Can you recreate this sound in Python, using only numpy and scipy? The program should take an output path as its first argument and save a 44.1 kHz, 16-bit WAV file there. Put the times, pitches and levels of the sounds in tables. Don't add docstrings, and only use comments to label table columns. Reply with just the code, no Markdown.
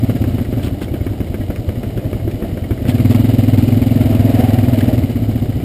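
import sys
import numpy as np
from scipy.fft import rfft, irfft, next_fast_len
from scipy.io import wavfile
from scipy.ndimage import uniform_filter1d, map_coordinates

SR = 44100
rng = np.random.default_rng(int(sys.argv[2]) if len(sys.argv) > 2 else 0)


def digitize_waveform(pressure):
    field = np.atleast_2d(pressure).T
    bounded = np.clip(field, -1, 1)
    quanta = np.round(bounded * 32767).astype(np.int16)
    wavfile.write(sys.argv[1], SR, quanta)


N = 248724


def amp(db):
    return 10 ** (np.asarray(db) / 20)


def unit(x):
    return x / np.sqrt(np.mean(x ** 2) + 1e-20)


def along(points, hz):
    point_hz, values = np.transpose(points)
    return np.interp(np.log(hz + 1), np.log(point_hz + 1), values)


def curves(rows):
    times, *columns = np.transpose(rows)
    return [np.interp(np.arange(N) / SR, times, column) for column in columns]


def wobble(rate):
    return map_coordinates(rng.standard_normal(2000), [np.arange(N) * rate / SR], mode="wrap")


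def filtered(x, response):
    m = next_fast_len(N + SR // 2)
    return irfft(rfft(x, m) * response(np.fft.rfftfreq(m, 1 / SR)), m)[:N]


def noise(spectrum):
    return unit(filtered(rng.standard_normal(N), lambda hz: amp(along(spectrum, hz))))


def add(track, s, sound):
    start = int(np.clip(round(s * SR), 0, N))
    track[start:start + len(sound)] += sound[:N - start]


def swell(t, peak, steep):
    u = np.maximum(t / peak, 0)
    return (u * np.exp(1 - u)) ** steep


def ringing(modes, t, scatter_db, detune):
    hz, db, t60 = np.transpose(modes)[:, :, None]
    size, pitch = rng.standard_normal((2, len(modes), 1))
    decay = amp(db + scatter_db * size - 60 * t / t60)
    return np.sum(decay * np.sin(2 * np.pi * hz * (1 + detune * pitch) * t), axis=0)


# start_s, pitch_hz (whine), level_db
FAR_PULL = [(3.78, 588, -44), (3.95, 623.6, -31.5), (4.25, 675, -31), (4.4, 738.4, -28.5),
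            (4.56, 756, -34.5), (4.7, 662.3, -32), (4.91, 603.5, -28), (5.25, 515, -62)]
# peak_s, peak_pitch_hz, peak_level_db
FAR_BLIPS = [(2.07, 616, -35.5), (2.449, 658.9, -34.5), (2.881, 644, -32), (3.169, 666, -37)]
BLIP_S = .045


def far_revs():
    hz, db = curves(FAR_PULL)
    for s, peak_hz, peak_db in FAR_BLIPS:
        lift = np.exp(-((np.arange(N) / SR - s) / BLIP_S) ** 2 / 2)
        hz = hz + lift * (peak_hz - hz)
        db = db + lift * (peak_db - db)
    return hz, db


# multiple (of the firing rate), level_db (relative)
SIDE_ORDERS = [(6, -5.5), (7, 1.5), (8, 7.5), (9, -19)]
# (relative, per Hz)
ROAR = [(250, -19), (450, 0.5), (650, 2), (800, -4.5), (1000, -15.5), (1500, -17), (2300, -16.5),
        (4000, -31)]


def far_bike(roar_db=-4, roar_db_per_hz=0.0471):
    hz, db = far_revs()
    firing_rate = hz / 8 * (1 + .016 * wobble(55))
    phase = 2 * np.pi * np.cumsum(firing_rate) / SR
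    tone = sum(np.sin(k * phase) * amp(level + 3 * wobble(22)) for k, level in SIDE_ORDERS)
    roar = amp(roar_db + roar_db_per_hz * (hz - hz.mean())) * noise(ROAR)
    return amp(db) * (unit(tone) + roar)


# start_s, cycles (engine cycles so far)
IDLE = [(.096, 0), (.814, 5), (1.065, 7), (1.342, 9), (1.502, 10), (1.689, 11), (1.975, 13), (2.13, 14),
        (2.571, 17), (2.708, 18), (2.853, 19), (3.243, 22), (3.972, 27), (4.437, 30), (5.168, 35),
        (5.6, 38)]
# start_s, level_db (added to each beat)
IDLE_LEVEL = [(0, 1), (2.7, -0.5), (3.3, -3), (4.5, -5), (5.5, -6)]
POWER_CLACK_DB, POWER_THUMP_DB = -28, -12.5
OFFBEAT_CLACK_DB, OFFBEAT_THUMP_DB = -39, -23
OFFBEAT_S = .068


def idle_beats(scatter_db=1.2):
    s, cycles = np.transpose(IDLE)
    beats = []
    for start in np.interp(np.arange(cycles[-1] + 1), cycles, s):
        db = np.interp(start, *np.transpose(IDLE_LEVEL)) + scatter_db * rng.standard_normal(4)
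        beats.append((start, POWER_CLACK_DB + db[0], POWER_THUMP_DB + db[1]))
        beats.append((start + OFFBEAT_S, OFFBEAT_CLACK_DB + db[2], OFFBEAT_THUMP_DB + db[3]))
    return beats


# (relative, per Hz)
CLACK = [(300, 16.5), (600, 16), (950, 8), (1500, 9.5), (2200, 4), (3100, 2), (4200, -14), (5800, -7.5)]
# pitch_hz, level_db (relative), t60_s
VALVES = [(1635, -10, 0.11), (1924, -6.5, 0.079), (2125, -15, 0.12), (2235, -5, 0.072)]
# pitch_hz, level_db (relative), t60_s
MUFFLER = [(105.3, 1.5, 0.1), (208.3, -3, 0.11), (278.4, 4, 0.037), (343, 0.5, 0.046), (486, -9.5, 0.062)]


def dirt_bike(tail_db=-8, ragged_db=2.5, tail_t60=0.26, valve_db=-38):
    clacks, tails, rings = np.zeros((3, N))
    t = np.arange(SR // 5) / SR
    rise = 1 - np.exp(-t / .0005)
    thump_rise = 1 - np.exp(-t / 0.0016)
    crack = rise * amp(-60 * t / .026)
    for s, clack_db, thump_db in idle_beats():
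        add(clacks, s, amp(clack_db) * crack)
        add(tails, s, amp(clack_db + tail_db - 60 * t / tail_t60) * rise)
        add(rings, s, amp(valve_db) * rise * ringing(VALVES, t, scatter_db=5.0, detune=0.0285))
        add(rings, s, amp(thump_db) * thump_rise * ringing(MUFFLER, t, scatter_db=2.0, detune=0.042))
    rattle = tails * unit(amp(ragged_db * wobble(220)))
    return (clacks + rattle) * noise(CLACK) + rings


# start_s, level_db (before rise and decay), pitch_hz, width (relative to pitch)
CLICKS = [(.154, -35, 1750, 0.4), (.449, -34.5, 1880, 0.31), (1.559, -27, 1940, 0.19),
          (2.311, -29.5, 2200, 0.31), (4.733, -31.5, 2783, 0.39), (4.807, -18, 1946, 0.081)]
# peak_s, level_db, half_length_s (standard deviation)
SCUFFS = [(0.65, -34, 0.019), (0.835, -37, 0.016), (2.895, -32, 0.015), (3.122, -36, 0.019),
          (3.161, -39, 0.0092)]
# (relative, per Hz)
GRIT = [(500, -25), (1000, -2), (2000, -3), (3100, 2), (4200, -5.5), (5800, -14.5)]


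def clicks_and_scuffs(t60=0.042):
    out, t = np.zeros(N), np.arange(N) / SR
    for s, db, hz, width in CLICKS:
        def resonance(f):
            damping = 1j * f * width * hz
            return damping / (hz * hz - f * f + damping)
        ring = unit(filtered(rng.standard_normal(N), resonance))
        add(out, s, ring * amp(db - 60 * t / t60) * (1 - np.exp(-t / 0.00077)))
    rub = sum(amp(db) * np.exp(-((t - s) / length) ** 2 / 2) for s, db, length in SCUFFS)
    grit = amp(3 * wobble(300))
    return out + rub * unit(noise(GRIT) * grit)


# start_s, rate (firings per s)
SPEED = [(0, 17.25), (.39, 14.74), (.47, 10.25), (.56, 14.02), (.81, 10.12), (1.69, 10.64), (2.79, 10.65),
         (2.89, 17.59), (3.2, 21.77), (3.52, 20.06), (3.69, 21.28), (4.68, 20.49), (4.95, 19.39),
         (5.09, 15.92), (5.64, 13.75)]
IDLE_RATE, FULL_RATE = 10.6, 21
IDLE_DB, THROTTLE_BEND = -22, 1.86
PULL_DB, PULL_ACCEL = 6, 55


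def throttle():
    rate, = curves(SPEED)
    slack = np.maximum((FULL_RATE - rate) / (FULL_RATE - IDLE_RATE), 0)
    gaining = np.maximum(np.gradient(uniform_filter1d(rate, size=2205)) * SR, 0)
    return IDLE_DB * slack ** THROTTLE_BEND + PULL_DB * np.tanh(gaining / PULL_ACCEL)


FIRST_FIRING_S = .019


def firings():
    rate, = curves(SPEED)
    cycles = np.cumsum(rate) / SR
    cycles -= cycles[round(FIRST_FIRING_S * SR)]
    at = np.searchsorted(cycles, np.arange(np.ceil(cycles[-1])))
    return np.transpose([at / SR, throttle()[at]])


# (relative, per Hz)
RUMBLE = [(15, -45), (30, -20), (42, -40), (62, -5), (100, 0), (150, -8.5), (280, -16.5), (450, -46),
          (900, -58)]


def rumble(level_db=-20.5, load=0.21):
    return amp(level_db + load * throttle()) * noise(RUMBLE)


# (relative, per Hz)
CASING = [(90, -62), (180, 1.5), (290, 8.5), (400, 1), (520, -1.5), (650, -1), (780, -9.5), (920, -19),
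          (1300, -33)]
# (relative, per Hz)
HISS = [(410, -14), (700, -3), (772, -1.5), (828, -16), (937, -18.5), (1280, -10), (1640, -17),
        (2060, -8.5), (2660, -15.5), (2930, -6.5), (3260, -15.5), (3960, -15), (4530, -21.5), (4950, -17),
        (5800, -63), (7540, -62), (12800, -120)]
CASING_DB_PER_RATE, HISS_DB_PER_RATE = 0.21, 0.53
CASING_PUFF, HISS_PUFF = .8, .65


def machinery(casing_db=-28, hiss_db=-39.5, grain_db=2, puff_load=0.78):
    puffs, t = np.zeros(N), np.arange(SR // 8) / SR
    for s, throttle_db in firings():
        size_db = puff_load * throttle_db + rng.normal(0, 2.1)
        add(puffs, s + 0.015, amp(size_db) * swell(t, peak=0.0067, steep=0.58))
    rate, = curves(SPEED)
    over = rate - FULL_RATE
    casing_level = amp(casing_db + CASING_DB_PER_RATE * over) * (1 + CASING_PUFF * puffs)
    hiss_level = amp(hiss_db + HISS_DB_PER_RATE * over) * (1 + HISS_PUFF * puffs)
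    grainy_hiss = unit(noise(HISS) * amp(grain_db * wobble(330)))
    return casing_level * noise(CASING) + hiss_level * grainy_hiss


# (relative, per Hz)
KNOCK = [(250, -30), (400, 11), (650, 14), (950, 0), (1500, -10), (1800, -1.5), (2250, 4), (2650, -2),
         (3000, -10), (4200, -8.5), (5800, -15)]


def chatter(level_db=-28, load=1.0, scatter_db=3, t60=0.031, count=3):
    taps, t = np.zeros(N), np.arange(SR // 16) / SR
    for s, throttle_db in firings():
        for k in range(count):
            lag = .014 + .008 * k + rng.normal(0, .002)
            tap_db = level_db + load * throttle_db - 3.9 * k + scatter_db * rng.standard_normal()
            add(taps, s + lag, amp(tap_db - 60 * t / t60))
    return taps * noise(KNOCK)


# pitch_hz, level_db (at 0 dB throttle), delay_s, swell_s, load (dB per dB of throttle)
PIPE = [(92, -17.5, 0, .008, -.3), (110, -6.5, .0065, .0142, .65), (244, -7.2, .007, .0112, .76),
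        (44, -27.5, 0, .025, -.06), (290, -18, .0084, .0046, .12), (160, -24, .012, .013, .3)]


def exhaust(scatter_db=0.54, detune=0.0021):
    out, t = np.zeros(N), np.arange(SR // 8) / SR
    for s, throttle_db in firings():
        for k, (hz, db, delay, peak, load) in enumerate(PIPE):
            size, pitch = rng.standard_normal(2)
            ring = np.sin(2 * np.pi * hz * (1 + detune * pitch) * t) * swell(t, peak, 3.2)
            polarity = (-1) ** k
            add(out, s + delay, polarity * amp(db + load * throttle_db + scatter_db * size) * ring)
    return out


def scene():
    around = far_bike() + dirt_bike() + clicks_and_scuffs()
    quad = rumble() + machinery() + chatter() + exhaust()
    return (around + quad)[None]


# pitch_hz (of the low sound), level_db (of its image)
MIRROR = [(40, -49), (110, -41), (250, -32.5), (630, -24.5), (1000, -20.5), (2000, -13.5), (3000, -9.5),
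          (4000, -6), (5000, -2)]
IMAGE_HZ, TOP_HZ = 12000, 15300


def record(dry):
    band = filtered(dry[0], lambda hz: np.clip((IMAGE_HZ / 2 - hz) / 600, 0, 1))
    carrier = 2 * np.cos(2 * np.pi * IMAGE_HZ * np.arange(N) / SR)
    image = filtered(band, lambda hz: amp(along(MIRROR, hz))) * carrier
    return filtered(np.clip(band + image, -1, 1), lambda hz: hz < TOP_HZ)[None]


dry = scene()
out = record(dry)
digitize_waveform(out)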